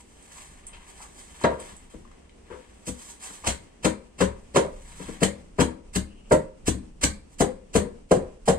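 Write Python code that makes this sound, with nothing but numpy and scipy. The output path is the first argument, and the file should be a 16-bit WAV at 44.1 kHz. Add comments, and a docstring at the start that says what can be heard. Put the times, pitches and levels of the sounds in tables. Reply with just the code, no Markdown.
"""A breeze rumbles throughout on two microphone ports over far outdoor noise, with rustling cloth and feet,
while a pestle pounds peppers in a wooden mortar on the paving of a walled yard.
Each blow is a jittery force that rings the mortar's modes, plus a crunch of random clicks from the peppers.
Rustles are dense friction clicks, ticks are short resonant bursts, and three faint chirps glide upward.
Delays and fading noise echoes place all but the wind and far noise in the yard."""
import sys
import numpy as np
from scipy import signal
from scipy.fft import rfft, irfft, next_fast_len
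from scipy.io import wavfile
from scipy.ndimage import uniform_filter1d

SR = 44100
rng = np.random.default_rng(int(sys.argv[2]) if len(sys.argv) > 2 else 0)


def inscribe(sig):
    """Save sig as 16-bit PCM at rate SR to the path in sys.argv[1].

    A 1-D sig is mono; a 2-D sig holds one channel per row.
    Samples are clipped to [-1, 1] before scaling.
    """
    pcm = np.round(np.clip(np.atleast_2d(sig).T, -1, 1) * 32767)
    wavfile.write(sys.argv[1], SR, pcm.astype(np.int16))


N = 378378  # length of the scene [samples]

# In all tables t60 is the time to fade by 60 dB. Levels are those of each layer before later stages.
# Wind strength over time: (time [s], level [dB])
WIND_LEVEL = [(0.0, -64), (0.33, -56), (0.5, -50.5), (0.95, -58.5), (1.46, -56), (1.98, -46.5), (2.24, -59),
              (3.15, -65), (3.34, -68), (3.61, -56.5), (4.11, -56), (4.42, -46.5), (5.14, -47),
              (5.54, -51.5), (5.78, -52.5), (6.57, -48), (6.81, -48.5), (7.53, -48.5), (7.84, -50.5),
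              (8.58, -44)]
# Tone of the wind: (frequency [Hz], level [dB per Hz])
WIND_TONE = [(15, -2.5), (30, 1), (45, -12.5), (65, -12), (100, -26), (160, -19), (400, -63)]
# Tone of the far outdoor noise: (frequency [Hz], level [dB per Hz])
FAR_TONE = [(35, -3.5), (60, 5), (90, -5), (125, -14), (196, -3.5), (400, -7.5), (953, -18.5), (1600, -25),
            (2780, -23.5), (3760, -31.5), (6000, -29.5), (15500, -44.5)]
# How alike left and right are in diffuse sound: (frequency [Hz], likeness [-1 to 1])
STEREO_LIKENESS = [(30, .95), (130, .97), (200, .9), (290, .2), (640, -.2), (1400, .1), (4000, 0)]
# Faint far chirps, perhaps a bird: (time of loudest point [s], level [dB])
CHIRP_TIMES = [(6.11, -55), (6.183, -56), (6.26, -58)]
# Movements of cloth, feet and hands; swells and fades under 5 ms count as 5 ms:
# (time of loudest point [s], level [dB], swell by 20 dB [s], fade by 20 dB [s], dull share [0 to 1])
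MOVEMENTS = [(.01, -51, 13, -1.1, .3), (0.32, -52.5, -0.18, 0.22, 0.06), (.41, -50, 0.54, 0.26, 0.34),
             (.749, -53, 0.3, 0.58, 0.95), (.914, -53, 0.12, 0, 0.11), (1.025, -47.5, 0.14, 0.05, 0.05),
             (1.2, -47, 0.1, 0.04, 0.09), (1.299, -52.5, .37, .5, 0.14), (1.428, -47, 0.1, 0.14, 0.74),
             (1.598, -46, -0.05, 0.15, 0.46), (1.66, -54.5, 0.07, 0.32, .6), (1.9, -55, -0.7, 0.1, 0.27),
             (2.135, -63, 0.17, 0.3, 0.93), (2.53, -55, 0.14, 0.4, 0.8), (2.7, -58, -0.03, 0, 0.5),
             (3.026, -53, 0.3, -0.02, 0.14), (3.095, -43, 0.16, 0.09, 0.03), (3.226, -44.5, 0.03, 0.29, 0),
             (3.257, -46, 0.07, 0.28, 0.4), (3.3, -64, 0.4, 1.3, 1), (4.92, -57.5, 1, 0.2, 0.37),
             (5.025, -46, 0.2, .2, 0.36), (5.085, -51, 0.16, 0.33, 0.6), (7.345, -57, 0.07, -0.4, 0.04)]
# Tone of the friction: (frequency [Hz], level [dB per Hz])
FRICTION_TONE = [(200, -30), (400, -10.5), (700, -7.5), (1000, -4), (1600, -7.5), (2200, -6.5), (3500, -7),
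                 (6000, -4.5), (15500, -7)]
# Small dry ticks and scuffs: (time [s], level of the loudest 12 ms [dB], pitch [Hz], burst t60 [s])
TICK_EVENTS = [(0.225, -56, 8000, 0.027), (0.6674, -41.5, 8800, 0.04), (0.732, -47.5, 2700, 0.19),
               (1.4372, -31.5, 3620, 0.017), (1.439, -43, 5030, 0.048), (1.601, -45, 8900, 0.03),
               (1.765, -50.5, 8200, 0.024), (2.05, -49, 990, 0.03), (2.075, -58, 1800, 0.02),
               (2.114, -51, 1480, 0.03), (2.294, -54, 2600, 0.017), (3.442, -67, 1900, 0.025)]
# Contacts with the mortar; out-of-range crunch settings are limited in crunch_envelope():
# (time [s], paving boom [dB], ground thud [dB], lower wall ring [dB], upper wall ring [dB], rim ring [dB],
#  lower wall detuning [%], dead knock over ring [dB], judder [s], crunch [dB], crunch peak after contact [s],
#  crunch swell by 20 dB [s], crunch t60 [s], crunch tilt [dB per octave], lead hiss relative to crunch [dB],
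#  left over right [dB])
CONTACTS = [(0.992, -82, -63, -68, -68, -45.5, 1.5, 17, 0.021, -50.5, 0.033, 1, .16, 0, -20, -1),
            (1.411, -62, -57, -51, -52, -41, -2, 8, 0.0026, -48, 0.0034, .01, .1, 1, -20, -2),
            (1.440, -34, -21, -17, -14, -16, 0.5, 3, 0.0043, -30.5, .002, -2.3, .04, -6, -12.5, -2.5),
            (1.511, -62, -35.5, -50, -38, -55, -1, -5, 0.0064, -68, 0.028, -0.5, .09, 0, -20, -1),
            (1.938, -52, -40.5, -44.5, -56, -54, -4.5, -2, 0.0046, -66, .004, 7, .1, 0, -20, 1.5),
            (2.497, -52, -50.5, -38.5, -46, -43, -2, -2, .022, -56, 0.035, -2, 0.13, -7, -16, 3),
            (2.869, -36, -29, -36.5, -48, -47, -0.5, 2.5, 0.011, -32.5, 0.0077, 1, 0.12, 1, -37, 0.5),
            (3.299, -65, -48, -52, -55, -48.5, -2, 10, .0058, -54, 0.0023, 2, .1, -11.5, -20, 2),
            (3.436, -69.5, -82, -59, -65, -37, 0, 2, 0.0099, -43, 0.011, 2, 0.28, -4.5, -30, -2),
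            (3.466, -29.5, -29, -32.5, -28, -42, 0, 5.5, 0.011, -22.5, 0.01, 0.6, 0.17, -3, -30, 0.5),
            (3.846, -32, -16.5, -20, -20.5, -24.5, -1, 1.5, 0.0076, -24.5, 0.0049, 0.7, 0.13, -3.5, -27, 0.5),
            (4.204, -28, -17, -17.5, -18.5, -23, 0, 1, 0.0069, -23, 0.0057, -0.2, 0.13, -4, -14, 0),
            (4.545, -47.5, -32, -29, -36, -48, 7, -2, 0.0021, -47.5, 0, -2, .08, -6, -15, 0),
            (4.557, -39, -21, -15, -13.5, -18, 0.5, -1, 0.0084, -18, 0.0087, 0.7, 0.088, -5, -26, -4.5),
            (4.644, -54, -39, -38, -30.5, -52, -1.5, -12, 0.0071, -50, .005, 7, .1, -5, -20, -1),
            (4.996, -54, -37, -40.5, -64, -45.5, -0.5, -2, 0.007, -51.5, 0, -2, .1, -6, -20, 0),
            (5.08, -48, -32, -38, -51, -44, -5.5, 4, 0.0062, -62, .005, .01, .1, -8, -20.5, 0),
            (5.215, -33, -16, -19, -20.5, -29.5, -1.5, 1.5, 0.0096, -19, 0.018, -3, 0.082, -2.5, -16, 0.5),
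            (5.584, -30, -18.5, -17.5, -21.5, -26.5, -5, 0, 0.0084, -42, 0.0029, -0.2, 0.17, -4.5, -20, 0),
            (5.610, -31, -15, -24.5, -40, -22.5, 0, 2, 0.0051, -22, 0, 0.5, 0.066, -3, -21, 0.5),
            (5.957, -26.5, -21, -44, -42, -42, 1.5, 1, 0.0056, -23, 0.0034, .016, 0.051, -1, -15, 0),
            (6.308, -29, -18, -12, -13, -18.5, 0.5, -3, 0.013, -24.5, 0.015, -0.3, 0.054, 0.5, -27, -4.5),
            (6.679, -23.5, -17.5, -34.5, -44, -41, 0, 3.5, 0.0038, -24.5, 0.0014, 0.1, 0.076, -1, -32, 0),
            (7.033, -25, -20.5, -31, -35, -46, 0.5, 3, 0.0078, -17.5, 0.0063, 0.2, 0.051, -1.5, -13.5, -0.5),
            (7.402, -25.5, -15, -17, -20.5, -30.5, -0.5, 5.5, 0.0086, -24.5, 0.0093, 0.1, 0.067, 0.5, -12, 0),
            (7.751, -23, -15.5, -15.5, -27.5, -26.5, -4.5, 2, .006, -23, 0.0086, 3.5, .11, -2, -14.5, 0.5),
            (8.110, -28, -16, -11, -11, -27.5, 0, -0.5, 0.0057, -30, 0.0065, -0.15, 0.12, -2.5, -28, -4),
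            (8.165, -39.5, -24.5, -29, -35.5, -59, -0.5, -10, 0.004, -51, 0, .01, .1, -1, -20, -3.5),
            (8.475, -27.5, -16, -13.5, -15, -25, -2, 3, 0.009, -26.5, .009, -4, 0.11, -1.5, -14, -3)]
# Tone of the crunch before each contact's tilt: (frequency [Hz], level [dB per Hz])
CRUNCH_TONE = [(400, -8.5), (800, -11), (1500, -4), (2100, -6), (2800, -0.5), (3500, -6), (6000, -3.5),
               (10000, -6), (15500, -7)]
# Ringing modes of the mortar on the paving: (frequency [Hz], level within its zone [dB], t60 [s])
MORTAR_MODES = [(71.6, 4, 0.34), (107.9, 0.5, 0.23), (163.6, -7.5, 0.23), (186.4, -10, 0.14),
                (204.3, 5.5, .17), (240, -2, 0.14), (279, -1.5, .14), (311.3, 3.5, 0.16), (373.5, -9, 0.31),
                (429.5, -8, 0.1), (478, -3, 0.087), (507.5, 6, 0.17), (546.7, 4, .13), (607, -0.5, .12),
                (652, -9, 0.13), (764, 1, .057), (957, 6, 0.088), (987, -9, 0.14), (933, 9.5, .036),
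                (1316, -1.5, 0.069), (1500, -9.5, 0.046), (1948, -10.5, 0.046)]
# Upper ends of the boom, thud, lower wall, upper wall and rim zones: (frequency [Hz])
ZONE_TOPS = [130, 340, 528, 720, 2400]
# Echoes off the near walls and paving: (frequency [Hz], t60 [s], level [dB])
YARD_ECHOES = [(60, .25, -6), (250, .24, -1), (1000, .22, -1), (4000, .17, -1), (12000, .13, -1)]
# Delay of direct sound at the left port, as bass bends round the body: (frequency [Hz], delay [s])
LEFT_DELAY = [(300, 0.00016), (550, 0.00025), (1000, 0.000064), (1700, 0.00045), (9000, 0.0003897)]
# The microphones' body shades one port: (frequency [Hz], left over right [dB])
BODY_SHADOW = [(60, 5.5), (150, 4.5), (380, 10.5), (700, 0.5), (1290, 6), (2380, 3), (4400, 0),
               (8120, -3.5), (15000, 4)]
# Port resonance and roll-off: (frequency [Hz], level [dB])
PORT_TONE = [(5500, 3), (7000, 5), (8100, 11.5), (9300, 10), (10400, -5), (12500, -6.5), (15500, -31)]

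FAR_DB = -56.5
CHIRP_HZ, CHIRP_RISE_HZ_PER_S = 2830, 2500  # pitch at the loudest point, and its rise
CHIRP_FADE_S = 0.067  # to swell or fade by 20 dB
DULL_HZ = 3130  # heavy rubbing stays mostly below this
MODE_SCATTER_DB, MODE_SHIFT = 3, 0.015  # chance spread at each contact [dB, share of pitch]
ROCK_DB, ROCK_T60_S = -13, 0.39  # the mortar rocks after the blow and keeps feeding its modes
LEAD_S = 0.03  # a faint hiss leads each crunch by up to this long
SLOWEST_SWELL_S = .022  # longest allowed crunch swell by 20 dB
BURST_DB, BURST_S = -4.5, 0.0058  # skins burst together at the peak of the crunch
CRUNCH_LUMPS_DB = 2.0  # peppers burst unevenly
WOOD_DIRECT_DB, WOOD_ECHO_DB = -3.5, -3  # knocks carry mostly straight
GRIT_DIRECT_DB, GRIT_ECHO_DB = -5.5, 0.74  # crunch, ticks, rustle and chirps scatter more
FIRST_ECHO_S = 0.0012  # echoes start here and are fully in at twice this
FAR_WALLS_DB, FAR_WALLS_LONGER = -15, 2.16  # far walls: start level against near walls, times the t60
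MIC_LOW_HZ, CUTOFF_HZ = 22.3, 15770  # the ends of the range that is kept
OVERLOAD = 1.1  # peaks are rounded off towards this


def amp(db):
    """Turn decibels into a plain multiplier."""
    return 10 ** (np.asarray(db) / 20)


def rms_one(x):
    """Scale a sound to an average (rms) strength of 1."""
    return x / np.sqrt(np.mean(x ** 2) + 1e-30)


def loudest_one(x):
    """Scale a sound so its loudest 12 ms has rms 1."""
    return x / np.sqrt(uniform_filter1d(x ** 2, size=512).max())


def in_time(rows):
    """Draw a (time, value) curve at every sample."""
    s, value = np.transpose(rows)
    return np.interp(np.arange(N) / SR, s, value)


def at_hz(points, hz):
    """Read a (frequency, value) curve, with straight lines on a log frequency scale."""
    p = np.array(points, float)
    return np.interp(np.log(np.maximum(hz, 1)), np.log(p[:, 0]), p[:, 1])


def drift(rate_hz):
    """Slow random wandering of spread 1: noise smoothed twice, made at every 40th sample."""
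    r = np.exp(-80 * np.pi * rate_hz / SR)
    noise = rng.standard_normal(N // 40 + 2002)
    slow = signal.lfilter([1], [1, -2 * r, r * r], noise)[2000:]  # drop the start-up
    slow = rms_one(slow - slow.mean())
    return np.interp(np.arange(N) / 40, np.arange(len(slow)), slow)


def coloured(x, spectrum):
    """Give a steady signal a tone by scaling its frequencies; rms 1."""
    hz = np.fft.rfftfreq(x.shape[-1], 1 / SR)
    return rms_one(irfft(rfft(x) * amp(at_hz(spectrum, hz)), x.shape[-1]))


def diffuse(spectrum, size):
    """Stereo noise from all around: alike in the bass, unrelated in the treble; rms 1."""
    mid, side = rfft(rng.standard_normal((2, size)))
    hz = np.fft.rfftfreq(size, 1 / SR)
    alike = np.clip(at_hz(STEREO_LIKENESS, hz), -1, 1)
    pair = np.sqrt(1 + alike) * mid + np.sqrt(1 - alike) * side * [[1], [-1]]
    return rms_one(irfft(pair * amp(at_hz(spectrum, hz)), size))


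def grains(per_s, spread_db, size):
    """Random clicks of uneven size and either sign, like many tiny breaks."""
    excess_db = spread_db * np.minimum(rng.exponential(1, size), 5)
    sizes = amp(excess_db) * rng.choice([-1, 1], size)
    return sizes * (rng.random(size) < per_s / SR)


def swell(s, db, swell_s, fade_s):
    """A sound grows and dies away at steady rates in dB around its loudest moment."""
    t = np.arange(N) / SR
    rising = (s - t) / max(swell_s, .005)
    fading = (t - s) / max(fade_s, .005)
    return amp(np.maximum(db - 20 * np.where(t < s, rising, fading), -140))


def ring(force, hz, t60):
    """A force sets one mode ringing: a resonant filter whose answer to each push fades over t60."""
    r, w = amp(-60 / (t60 * SR)), 2 * np.pi * hz / SR
    return loudest_one(signal.lfilter([1, 0, -1], [1, -2 * r * np.cos(w), r * r], force))


def far_noise():
    """Steady far outdoor noise whose level wanders a little."""
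    return amp(FAR_DB + 1.56 * drift(7.5)) * diffuse(FAR_TONE, size=N)


def breeze():
    """Air moving over the ports rumbles as deep noise that follows the gusts."""
    gusts_db = in_time(WIND_LEVEL) + 2.0 * drift(7.6)
    return amp(gusts_db) * diffuse(WIND_TONE, size=N)


def whistle():
    """A breathy narrow band, a tone times slow noise, glides upward in each short chirp."""
    t, breath = np.arange(N) / SR, drift(200)
    out = 0
    for s, db in CHIRP_TIMES:
        past = t - s
        tone = np.sin(2 * np.pi * (CHIRP_HZ + CHIRP_RISE_HZ_PER_S * past / 2) * past)
        out = out + swell(s, db, CHIRP_FADE_S, CHIRP_FADE_S) * breath * tone
    return out


def rustle():
    """Dense grains of friction come in patches; heavier rubbing is duller and coarser."""
    fine = coloured(grains(per_s=7000, spread_db=2.5, size=N), FRICTION_TONE)
    coarse = coloured(grains(per_s=1400, spread_db=1.0, size=N), FRICTION_TONE)
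    keep_dull = signal.butter(4, DULL_HZ, fs=SR, output="sos")
    coarse = rms_one(signal.sosfilt(keep_dull, coarse)) * amp(1.6 * drift(21))
    out = 0
    for *shape, dull in MOVEMENTS:
        dull = np.clip(dull, 0, 1)
        friction = np.sqrt(1 - dull) * fine + np.sqrt(dull) * coarse
        out = out + swell(*shape) * friction
    return out * amp(1.66 * drift(27))


def ticks():
    """Each tick is a short burst of noise through one broad resonance."""
    out, size = np.zeros(N + SR), SR // 5
    t = np.arange(size) / SR
    for s, level_db, hz, t60 in TICK_EVENTS:
        burst = rng.standard_normal(size) * amp(-60 * t / max(t60, .003))
        at = round(s * SR)
        out[at:at + size] += amp(level_db) * ring(burst, hz, 12.0 / hz)
    return out[:N]


def struck(force, low_hz, top_hz, knock_db, detune):
    """A force rings every mode of one zone, with chance strength and tuning, over a dead knock."""
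    modes = [m for m in MORTAR_MODES if low_hz <= m[0] < top_hz]
    edges = [modes[0][0] * 0.86, min(top_hz, 1300)]
    knock_band = signal.butter(2, edges, "band", fs=SR, output="sos")
    knock = loudest_one(signal.sosfilt(knock_band, force))
    # a soft contact feeds little above the zone
    soft = signal.sosfilt(signal.butter(2, 0.57 * top_hz, fs=SR, output="sos"), force)
    luck = rng.standard_normal((len(modes), 2))
    rings = 0
    for (hz, level_db, t60), (a, b) in zip(modes, luck):
        tuned_hz = hz * (1 + detune / 100 + MODE_SHIFT * b)
        rings = rings + amp(level_db + MODE_SCATTER_DB * a) * ring(soft, tuned_hz, t60)
    return loudest_one(loudest_one(rings) + amp(knock_db) * knock)


def blow_on_wood(t, levels, detune, knock_db, judder_s):
    """The pestle judders on the wood: a grainy force builds, lets go and rocks, ringing five zones."""
    after = np.maximum(t, 0)
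    judder = max(judder_s, .001)
    grip = after / judder * np.exp(1 - after / judder)
    rock = amp(ROCK_DB - 60 * after / ROCK_T60_S) * np.minimum(after / judder, 1)
    force = (grip + rock) * grains(per_s=3700, spread_db=2.0, size=len(t)) + 1e-18
    detunes = 0, 0, detune, 0, 0  # only the lower wall
    zones = zip(levels, [0] + list(ZONE_TOPS), ZONE_TOPS, detunes)
    return sum(amp(level) * struck(force, low, top, knock_db, off) for level, low, top, off in zones)


def crunch_envelope(t, peak_s, swell_s, crunch_t60, hiss_db):
    """A faint hiss leads, then the crunch swells to a burst and crackles out."""
    ahead, past = np.maximum(peak_s - t, 0), np.maximum(t - peak_s, 0)
    lead_in = np.clip(2.8 * (1 - ahead / LEAD_S), 0, 1)
    rise = amp(-20 * ahead / np.clip(swell_s, .003, SLOWEST_SWELL_S))
    hiss = amp(min(hiss_db, -4))  # a floor under the rise
    fade = amp(-60 * past / max(crunch_t60, .02))
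    burst = amp(BURST_DB) * np.exp(-((t - peak_s) / max(BURST_S, .002)) ** 2)
    return np.maximum(rise, hiss) * lead_in * fade + burst


def pounding():
    """Each contact knocks the wood and crunches the peppers; gives wood and crunch, both in stereo."""
    out, lead, size = np.zeros((2, 2, N + SR)), SR // 10, SR // 2
    t = (np.arange(size) - lead) / SR  # contact at 0
    lumps = amp(CRUNCH_LUMPS_DB * drift(100))
    for (s, *levels, detune, knock_db, judder_s, crunch_db, peak_s, swell_s, crunch_t60,
         tilt, hiss_db, pan_db) in CONTACTS:
        at = round(s * SR) - lead
        wood = blow_on_wood(t, levels, detune, knock_db, judder_s)
        crackle = crunch_envelope(t, peak_s, swell_s, crunch_t60, hiss_db)
        colour = [(hz, level + tilt * np.log2(hz)) for hz, level in CRUNCH_TONE]
        grit = coloured(grains(per_s=20000, spread_db=1.5, size=size), colour)
        crunch = amp(crunch_db) * crackle * grit * np.resize(lumps[at:], size)
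        pan = amp(pan_db * np.array([[.5], [-.5]]))
        out[..., at:at + size] += np.array([wood, crunch])[:, None] * pan
    return out[..., :N]


def yard(x, direct_db, echo_db):
    """Direct sound reaches the right port first; dense echoes off walls and paving die band by band."""
    size = SR // 2
    t = np.arange(size) / SR
    scatter = diffuse([(20, 0.014), (20000, 0.0093)], size=size)  # almost flat noise
    table, echoes = np.array(YARD_ECHOES), 0
    for low in 40 * 2. ** np.arange(9):  # octave bands
        edges = [low, min(2 * low, .45 * SR)]
        band = signal.sosfilt(signal.butter(2, edges, "band", fs=SR, output="sos"), scatter)
        middle = low * np.sqrt(2)
        t60, level_db = at_hz(table[:, :2], middle), at_hz(table[:, ::2], middle)
        near = amp(-60 * t / t60)
        far = amp(FAR_WALLS_DB - 60 * t / (FAR_WALLS_LONGER * t60))
        fade = (near + far) * np.clip(t / FIRST_ECHO_S - 1, 0, 1)
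        echoes = echoes + amp(level_db + echo_db) * band * fade / np.sqrt(np.sum(fade ** 2))
    length = next_fast_len(N + size)
    hz = np.fft.rfftfreq(length, 1 / SR)
    # only the left port is delayed
    direct = amp(direct_db) * np.exp(-2j * np.pi * hz * at_hz(LEFT_DELAY, hz) * [[1], [0]])
    shade = amp(at_hz(BODY_SHADOW, hz) * [[.5], [-.5]])
    return irfft(rfft(x, length) * (direct + rfft(echoes, length)) * shade, length)[:, :N]


def scene():
    """Place wood and gritty sounds in the yard and add the wind and far noise."""
    background = far_noise() + breeze()
    wood, crunch = pounding()
    grit = whistle() + rustle() + ticks() + crunch
    wood_in_yard = yard(wood, WOOD_DIRECT_DB, WOOD_ECHO_DB)
    grit_in_yard = yard(grit, GRIT_DIRECT_DB, GRIT_ECHO_DB)
    return background + wood_in_yard + grit_in_yard


def record(dry):
    """The ports shape the treble, peaks are rounded, and the deepest bass and the top are cut."""
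    x = irfft(rfft(dry) * amp(at_hz(PORT_TONE, np.fft.rfftfreq(N, 1 / SR))), N)
    x = signal.sosfilt(signal.butter(2, MIC_LOW_HZ, "high", fs=SR, output="sos"), x)
    x = OVERLOAD * np.tanh(x / OVERLOAD)
    return signal.sosfilt(signal.ellip(12, .5, 70, CUTOFF_HZ, fs=SR, output="sos"), x)


dry = scene()
out = record(dry)
inscribe(out)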